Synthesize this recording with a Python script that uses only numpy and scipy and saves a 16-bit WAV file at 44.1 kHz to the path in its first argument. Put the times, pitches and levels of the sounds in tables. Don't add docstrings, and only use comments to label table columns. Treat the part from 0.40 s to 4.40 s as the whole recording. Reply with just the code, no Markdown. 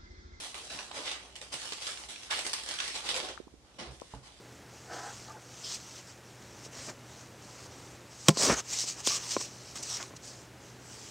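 import sys
import numpy as np
from scipy import signal
from scipy.fft import rfft, irfft
from scipy.io import wavfile
from scipy.ndimage import map_coordinates

SR = 44100
rng = np.random.default_rng(int(sys.argv[2]) if len(sys.argv) > 2 else 0)


def file_out(sig):
    cols = np.atleast_2d(sig).T
    lim = np.clip(cols, -1, 1)
    pcm = np.round(lim * 32767).astype(np.int16)
    wavfile.write(sys.argv[1], SR, pcm)


N = 176400

# start_s, attack_s, hold_s, release_s, level_db, body_db, treble_db
SLIDES = [ (0.0, 0.0013, 0.05, 0.15, -42.5, -1, 6), (0.141, 0.0042, 0.034, 0.2, -45, 0.5, 4.5),
          (.22, .03, .03, .12, -50, 0, 5.5), (0.296, 0.004, 0.035, 0.22, -43, 1.5, 4),
          (.386, .004, .02, .1, -45, 3, -3), (.46, .02, .02, .1, -52, 6, -3),
          (0.519, 0.034, 0.02, 0.2, -40, 2.5, 1.5), (0.622, 0.044, 0.057, 0.11, -36.5, -6.5, -9.5),
          (0.749, 0.014, 0.021, 0.4, -51, 5, -1), (.955, .003, .008, .09, -51, -1, 4),
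          (1.012, 0.004, 0.008, 0.13, -47.5, 0, 3), (1.1, .01, .01, .1, -54, 4, 2),
          (1.117, 0.01, 0.017, .16, -38.5, -2, 3.5), (1.18, 0.0211, 0.087, 0.33, -42, -4.5, 3),
          (1.399, 0.02, .04, 0.1529, -42.5, -2.5, 3.5), (1.467, 0.0043, 0.024, .15, -38.5, -1, 2),
          (1.557, .02, 0.039, 0.1983, -48, 1.5, 6), (1.684, 0.0085, 0.022, 0.16, -42, -5, 2.5),
          (1.8, 0.013, 0.04, .4, -50, -1, 2), (1.901, .009, 0.024, 0.055, -30, -3.5, -2.5),
          (1.94, 0.02, 0.035, 0.18, -36.5, -2, 1.5), (2.044, 0.0069, 0.042, .18, -41.5, 1, 4.5),
          (2.129, .005, 0.011, 0.3, -40.5, -7, 2), (2.258, 0.016, 0.073, 0.3, -39.5, -3.5, -1),
          (2.396, .006, 0.006, 0.08, -33.5, -8, -4.5), (2.428, 0.022, 0.032, 0.2, -38, -4, 0.5),
          (2.538, 0.014, 0.018, 0.13, -36.5, -1.5, -1), (2.624, 0.036, .02, 0.15, -37.5, -3, -1),
          (2.687, .004, 0.018, 0.0728, -33, -1, -3), (2.731, 0.026, 0.024, 0.09, -34, 0, 0.5),
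          (2.822, 0.013, 0.022, 0.13, -40, 5, -3.5), (2.888, .004, .015, .09, -45, 6, -3),
          (3.206, 0.053, 0.044, 0.5, -65.5, 7.5, -6), (3.33, .02, .03, .1, -63, 0, 0),
          (3.383, 0.0063, 0.017, 0.135, -42, 9.5, -8), (3.502, 0.015, 0.023, 0.25, -61.5, 5, 9.5),
          (3.6, .01, 0.055, 0.35, -59.5, -10, 4), (3.69, .03, 0.035, 0.02, -55.5, 0, 1),
          (3.821, 0.021, 0.03, 0.2, -53.5, -1, 0), (3.94, .02, .03, .2, -59, -1, 0)]
def sliding(slips_per_s=1400, slip_spread_db=3.1, flutter_per_s=120, flutter_db=0.88, gain_db=-0.8):
    t, power = np.arange(SR // 2) / SR, np.zeros((3, N))
    for start, attack, hold, release, db, body_db, treble_db in SLIDES:
        fade_db = 20 * np.maximum(t - attack - hold, 0) / release
        envelope = np.minimum(t / attack, 1) * undb(db - fade_db)
        add(power, (undb([[body_db], [0], [treble_db]]) * envelope) ** 2, start)
    sizes = undb(slip_spread_db * np.minimum(rng.exponential(size=N), 4))
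    slips = (rng.random(N) < slips_per_s / SR) * sizes * rng.choice([-1, 1], (2, N))
    smear = rng.standard_normal((2, 256)) * np.exp(-t[:256] / 0.00086)
    slips = shape(slips, np.exp(1j * np.angle(rfft(smear, N))))
    fizz = rng.standard_normal((2, N))
    rubbing = unit(unit(slips) + fizz)
    wobble = np.interp(np.arange(N) / SR * flutter_per_s, np.arange(4096), rng.standard_normal(4096))
    return np.sqrt(power)[:, None] * rubbing * undb(gain_db + flutter_db * wobble)


# start_s, level_db, body_db, treble_db, pitch_hz
CREASES = [ (0.144, -39, -1, -5, 3300), (.302, -41, -2, 0, 2300), (.389, -33.5, 0, -20, 2100),
           (0.5138, -37, 2.5, -14.5, 3900), (0.678, -31, -5, -25, 3300), (0.7148, -31, -15, -8, 3800),
           (.9555, -43, -1, 3, 3300), (.962, -44.5, -10, 7, 3500), (1.015, -41, -3, 5.5, 3500),
           (1.218, -39, -5, 0, 2700), (1.2632, -42, -9, -3, 3300), (1.3223, -30.5, -0.5, -3, 3600),
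           (1.333, -35.5, 2, 0, 2700), (1.383, -41, -3, -12, 3000), (1.4685, -30, -9, -8, 3200),
           (1.5741, -37.5, -15, -10, 3700), (1.637, -41, 2, -9, 3400), (1.7596, -39.5, -12, -12, 2800),
           (1.8326, -41, -10, -4, 5700), (1.9107, -27.5, -6, -12, 2700), (1.9905, -33, -0.5, 6.5, 4000),
           (2.053, -36, 2, -4, 2400), (2.0653, -30, 2, 7.5, 4600), (2.095, -36, -4, 5, 3400),
           (2.1322, -30, -7, 7.5, 4300), (2.1364, -30, -2.5, 8.5, 4400), (2.236, -37, -1.5, 3.5, 4800),
           (2.262, -39, -4, 4, 3600), (2.2888, -31.5, -5.5, 5, 3600), (2.311, -31.5, -3, -1, 3800),
           (2.3395, -34, -2.5, -3, 3700), (2.388, -31, -20, -4, 3400), (2.4025, -28.5, -12, -4, 3500),
           (2.479, -37, -11, 8, 3700), (2.553, -36, 0, -3, 4800), (2.6683, -34, -6, -10, 3300),
           (2.6903, -27.5, -7, -5, 3600), (2.7425, -28.5, -11, -5, 3400), (2.7628, -31, -3, 4.5, 3600),
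           (2.802, -33, 1.5, -7, 3700), (2.8882, -38, 0, 0, 1300)]
def buckling(snap_s=0.0013, shiver_s=0.0072, shiver_db=-2.5, ring_db=3.5, width_hz=1100, gain_db=-2.5):
    t, out = np.arange(2048) / SR, np.zeros((3, 2, N))
    envelope = np.exp(-t / snap_s) + undb(shiver_db) * np.exp(-t / shiver_s)
    for start, db, body_db, treble_db, hz in CREASES:
        snap = rng.standard_normal((2, len(t))) * envelope
        snap /= np.sqrt(np.sum(snap ** 2, axis=1, keepdims=True) / (SR // 200))
        ring = signal.lfilter(*signal.iirpeak(hz, hz / width_hz, fs=SR), snap)
        snap += (undb(ring_db) - 1) * ring
        layer_gains = undb(db + gain_db + np.array([body_db, 0, treble_db]))
        add(out, layer_gains[:, None, None] * snap, start)
    return out * pan(-1)


# centre_s, half_length_s, pitch_hz, width_hz, level_db
SHEET_FLAPS = [(0.164, .03, 1110, 300, -52), (0.318, 0.022, 1720, 200, -53), (.375, .04, 1050, 500, -52),
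               (.345, 0.04, 190, 200, -55), (.515, .007, 830, 200, -46), (0.588, 0.028, 580, 130, -46.5),
               (0.579, 0.053, 990, 300, -52.5), (0.676, 0.022, 3100, 800, -43),
               (1.024, 0.012, 536, 110, -52), (1.134, 0.018, 165, 120, -50),
               (1.925, 0.019, 1400, 900, -35.5), (2.785, 0.07, 530, 110, -45), (2.838, 0.012, 350, 80, -43),
               (2.902, 0.04, 560, 200, -53.5), (2.703, .025, 3500, 1000, -36),
               (3.419, 0.037, 220, 250, -51), (3.5, .05, 400, 500, -55), (3.77, 0.043, 600, 700, -59),
               (3.871, 0.052, 960, 300, -61.5)]
def flapping():
    t, out = np.arange(-6000, 6000) / SR, np.zeros((2, N))
    for centre, half_length, hz, width, db in SHEET_FLAPS:
        swell = undb(db) * np.exp(-(t / half_length) ** 2)
        add(out, swell * ringing(hz, width, len(t)), centre + t[0])
    return out


def bending(sound, depth_db=1.83, width_hz=328.4, hold_s=0.05):
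    hz, t, spectrum = signal.stft(sound, SR, nperseg=512)
    random_grid = rng.standard_normal((256, 512))
    positions = np.meshgrid(hz / width_hz, t / hold_s, indexing="ij")
    swell = map_coordinates(random_grid, positions, order=1, mode="mirror")
    return signal.istft(spectrum * unit(undb(depth_db * unit(swell))), SR)[1][:, :N]


# pitch_hz, level_db
PAPER_TONE = [(40, -33), (120, -14.5), (230, -7.5), (350, -4.5), (550, -2.3), (800, -1), (1400, -3),
              (2200, -1.5), (3300, 1.5), (4300, -1), (5800, -3), (7200, -7), (8400, -5), (9400, -10.5),
              (10400, -12), (11300, -22.5), (12200, -31), (15000, -37)]
def newspaper(body_below_hz=1230, treble_above_hz=6500, room_db=-5.5):
    body, middle, treble = rfft(sliding() + buckling())
    low = 1 / (1 + (frequencies() / body_below_hz) ** 4)
    high = 1 - 1 / (1 + (frequencies() / treble_above_hz) ** 4)
    spectrum = body * low + middle * (1 - low - high) + treble * high
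    rustle = irfft(unit(gains(PAPER_TONE)) * spectrum)
    sheet = bending(rustle) + flapping()
    return microphone_tone(narrow_bass(sheet + undb(room_db) * room(sheet)))


# centre_s, pitch_hz, half_length_s, level_db, left_minus_right_db
DULL_POPS = [(2.9771, 1400, 0.00062, -35, 15), (2.9795, 1100, .0015, -45, 12),
             (3.003, 370, 0.0015, -38.3, -21), (3.0727, 307, 0.002, -48, -21),
             (3.0805, 940, 0.0011, -47, 3), (3.1409, 305, 0.0019, -48.3, -19),
             (3.619, 520, 0.0009, -35, 17), (3.621, 1050, .0011, -42, 12)]
def pops(ring_db=-13, ring_cycles=2.2):
    t, out = np.arange(-512, 1536) / SR, np.zeros((2, N))
    for centre, hz, half_length, db, pan_db in DULL_POPS:
        ring = (t > 0) * undb(ring_db) * np.exp(-np.abs(t) * hz / ring_cycles)
        envelope = np.maximum(np.exp(-(t / half_length) ** 2), ring)
        add(out, pan(pan_db) * undb(db) * envelope * np.sin(2 * np.pi * hz * t), centre + t[0])
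    return out


# pitch_hz, level_db, fade_s
TABLE_NOTES = [(69, -5.5, 0.21), (131, -2.5, 0.155), (193, -6, .11), (281, -9.5, 0.12), (451, -8, 0.12),
               (676, -6, 0.041), (870, 5, 0.038), (960, 3, 0.04)]
# start_s, level_db, contact_s
TABLE_BLOWS = [(3.473, -44, .006), (3.487, -43, 0.006), (3.502, -49, .006), (3.518, -53, .006),
               (3.7376, -39.5, 0.0009), (3.748, -43, 0.003), (3.755, -42, .004), (3.7695, -44, .005),
               (3.816, -49, 0.0066)]
def tabletop():
    t, out = np.arange(SR // 2) / SR, np.zeros(N)
    ring = sum(undb(db - 60 * t / fade) * np.sin(2 * np.pi * hz * t) for hz, db, fade in TABLE_NOTES)
    for start, db, contact in TABLE_BLOWS:
        push = np.sin(np.pi * t[t < contact] / contact) ** 2
        add(out, undb(db) * signal.fftconvolve(ring, push / push.sum()), start)
    return out * pan(-3)


# start_s, level_db
TINY_TICKS = [(3.5999, -33), (3.6142, -41)]
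def ticks(decay_s=0.0004, top_hz=9000):
    t, out = np.arange(1024) / SR, np.zeros((2, N))
    for start, db in TINY_TICKS:
        add(out, undb(db) * np.exp(-t / decay_s) * ringing(hz=5000, width_hz=5000, size=len(t)), start)
    return signal.sosfilt(signal.butter(3, top_hz, fs=SR, output="sos"), out)


def room(sound, fade_s=0.22, build_up_s=0.0036):
    t = np.arange(SR // 3) / SR
    envelope = undb(-60 * t / fade_s) * np.minimum(t / build_up_s, 1) ** 2
    echoes = rng.standard_normal((2, len(t))) * envelope
    echoes /= np.sqrt(np.sum(echoes ** 2, axis=1, keepdims=True))
    return signal.fftconvolve(sound, echoes, axes=1)[:, :N]


# pitch_hz, level_db
AIR_TONE = [(20, -15), (40, -5), (62, 4.5), (85, -1.5), (150, -7.5), (330, -8), (600, -14), (1200, -19.5),
            (3000, -21), (6000, -21.5), (9500, -28), (12000, -39), (15000, -44.5)]
def air_and_hum(air_db=-60.5, hum_hz=59.3, hum_db=-68.5):
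    air = unit(narrow_bass(shape(rng.standard_normal((2, N)), gains(AIR_TONE))))
    hum = unit(np.sin(2 * np.pi * hum_hz * np.arange(N) / SR))
    return (undb(air_db) * air + undb(hum_db) * hum) * pan(-1.5)


# pitch_hz, side_minus_mid_db
STEREO_WIDTH = [(60, -7.5), (250, -7.5), (550, -10.5), (1000, -4), (2000, -0.5), (4000, 0), (15000, 0.5)]
def narrow_bass(sound):
    left, right = sound
    width = gains(STEREO_WIDTH)
    keep_level = np.sqrt(2 / (1 + width ** 2))
    mid = shape((left + right) / 2, keep_level)
    side = shape((left - right) / 2, keep_level * width)
    return np.array([mid + side, mid - side])


# pitch_hz, left_minus_right_db
MIC_BALANCE = [(100, -1.5), (850, -2.3), (1200, 0), (1650, -3.2), (2100, -1.7), (2700, -3.5), (3400, -8),
               (4000, -1.5), (4800, 3), (6000, 0), (7100, -0.5), (8300, -8.5), (9300, -.5), (10400, 5.5),
               (11500, 3), (13000, -1.5)]
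def microphone_tone(sound):
    ratio = gains(MIC_BALANCE)
    right_gain = np.sqrt(2 / (1 + ratio ** 2))
    return shape(sound, np.array([ratio * right_gain, right_gain]))


def ringing(hz, width_hz, size):
    f = frequencies(size) + 1
    gain = 1 / (1 + (0.64 * (f - hz ** 2 / f) / width_hz) ** 2)
    return unit(shape(rng.standard_normal((2, size)), gain))


def undb(db):
    return np.exp(np.asarray(db) * (np.log(10) / 20))


def unit(x):
    return x / np.sqrt(np.mean(x ** 2))


def pan(db):
    return undb(np.array([[db], [-db]]) / 2)


def frequencies(size=N):
    return np.arange(size // 2 + 1) * SR / size


def gains(points):
    hz, db = np.array(points, float).T
    return undb(np.interp(np.log(frequencies() + 1), np.log(hz), db))


def shape(sound, gain):
    return irfft(rfft(sound) * gain)


def add(out, sound, start_s):
    i = max(int(start_s * SR), 0)
    out[..., i:i + sound.shape[-1]] += sound[..., :N - i]


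def scene(blows_room_db=-13.5):
    blows = pops() + tabletop() + ticks()
    return newspaper() + blows + undb(blows_room_db) * room(blows) + air_and_hum()


def record(dry):
    thinned = signal.sosfilt(signal.butter(2, 37, "highpass", fs=SR, output="sos"), dry)
    return signal.sosfilt(signal.ellip(8, 0.2, 70, 15100, fs=SR, output="sos"), thinned)


dry = scene()
out = record(dry)
file_out(out)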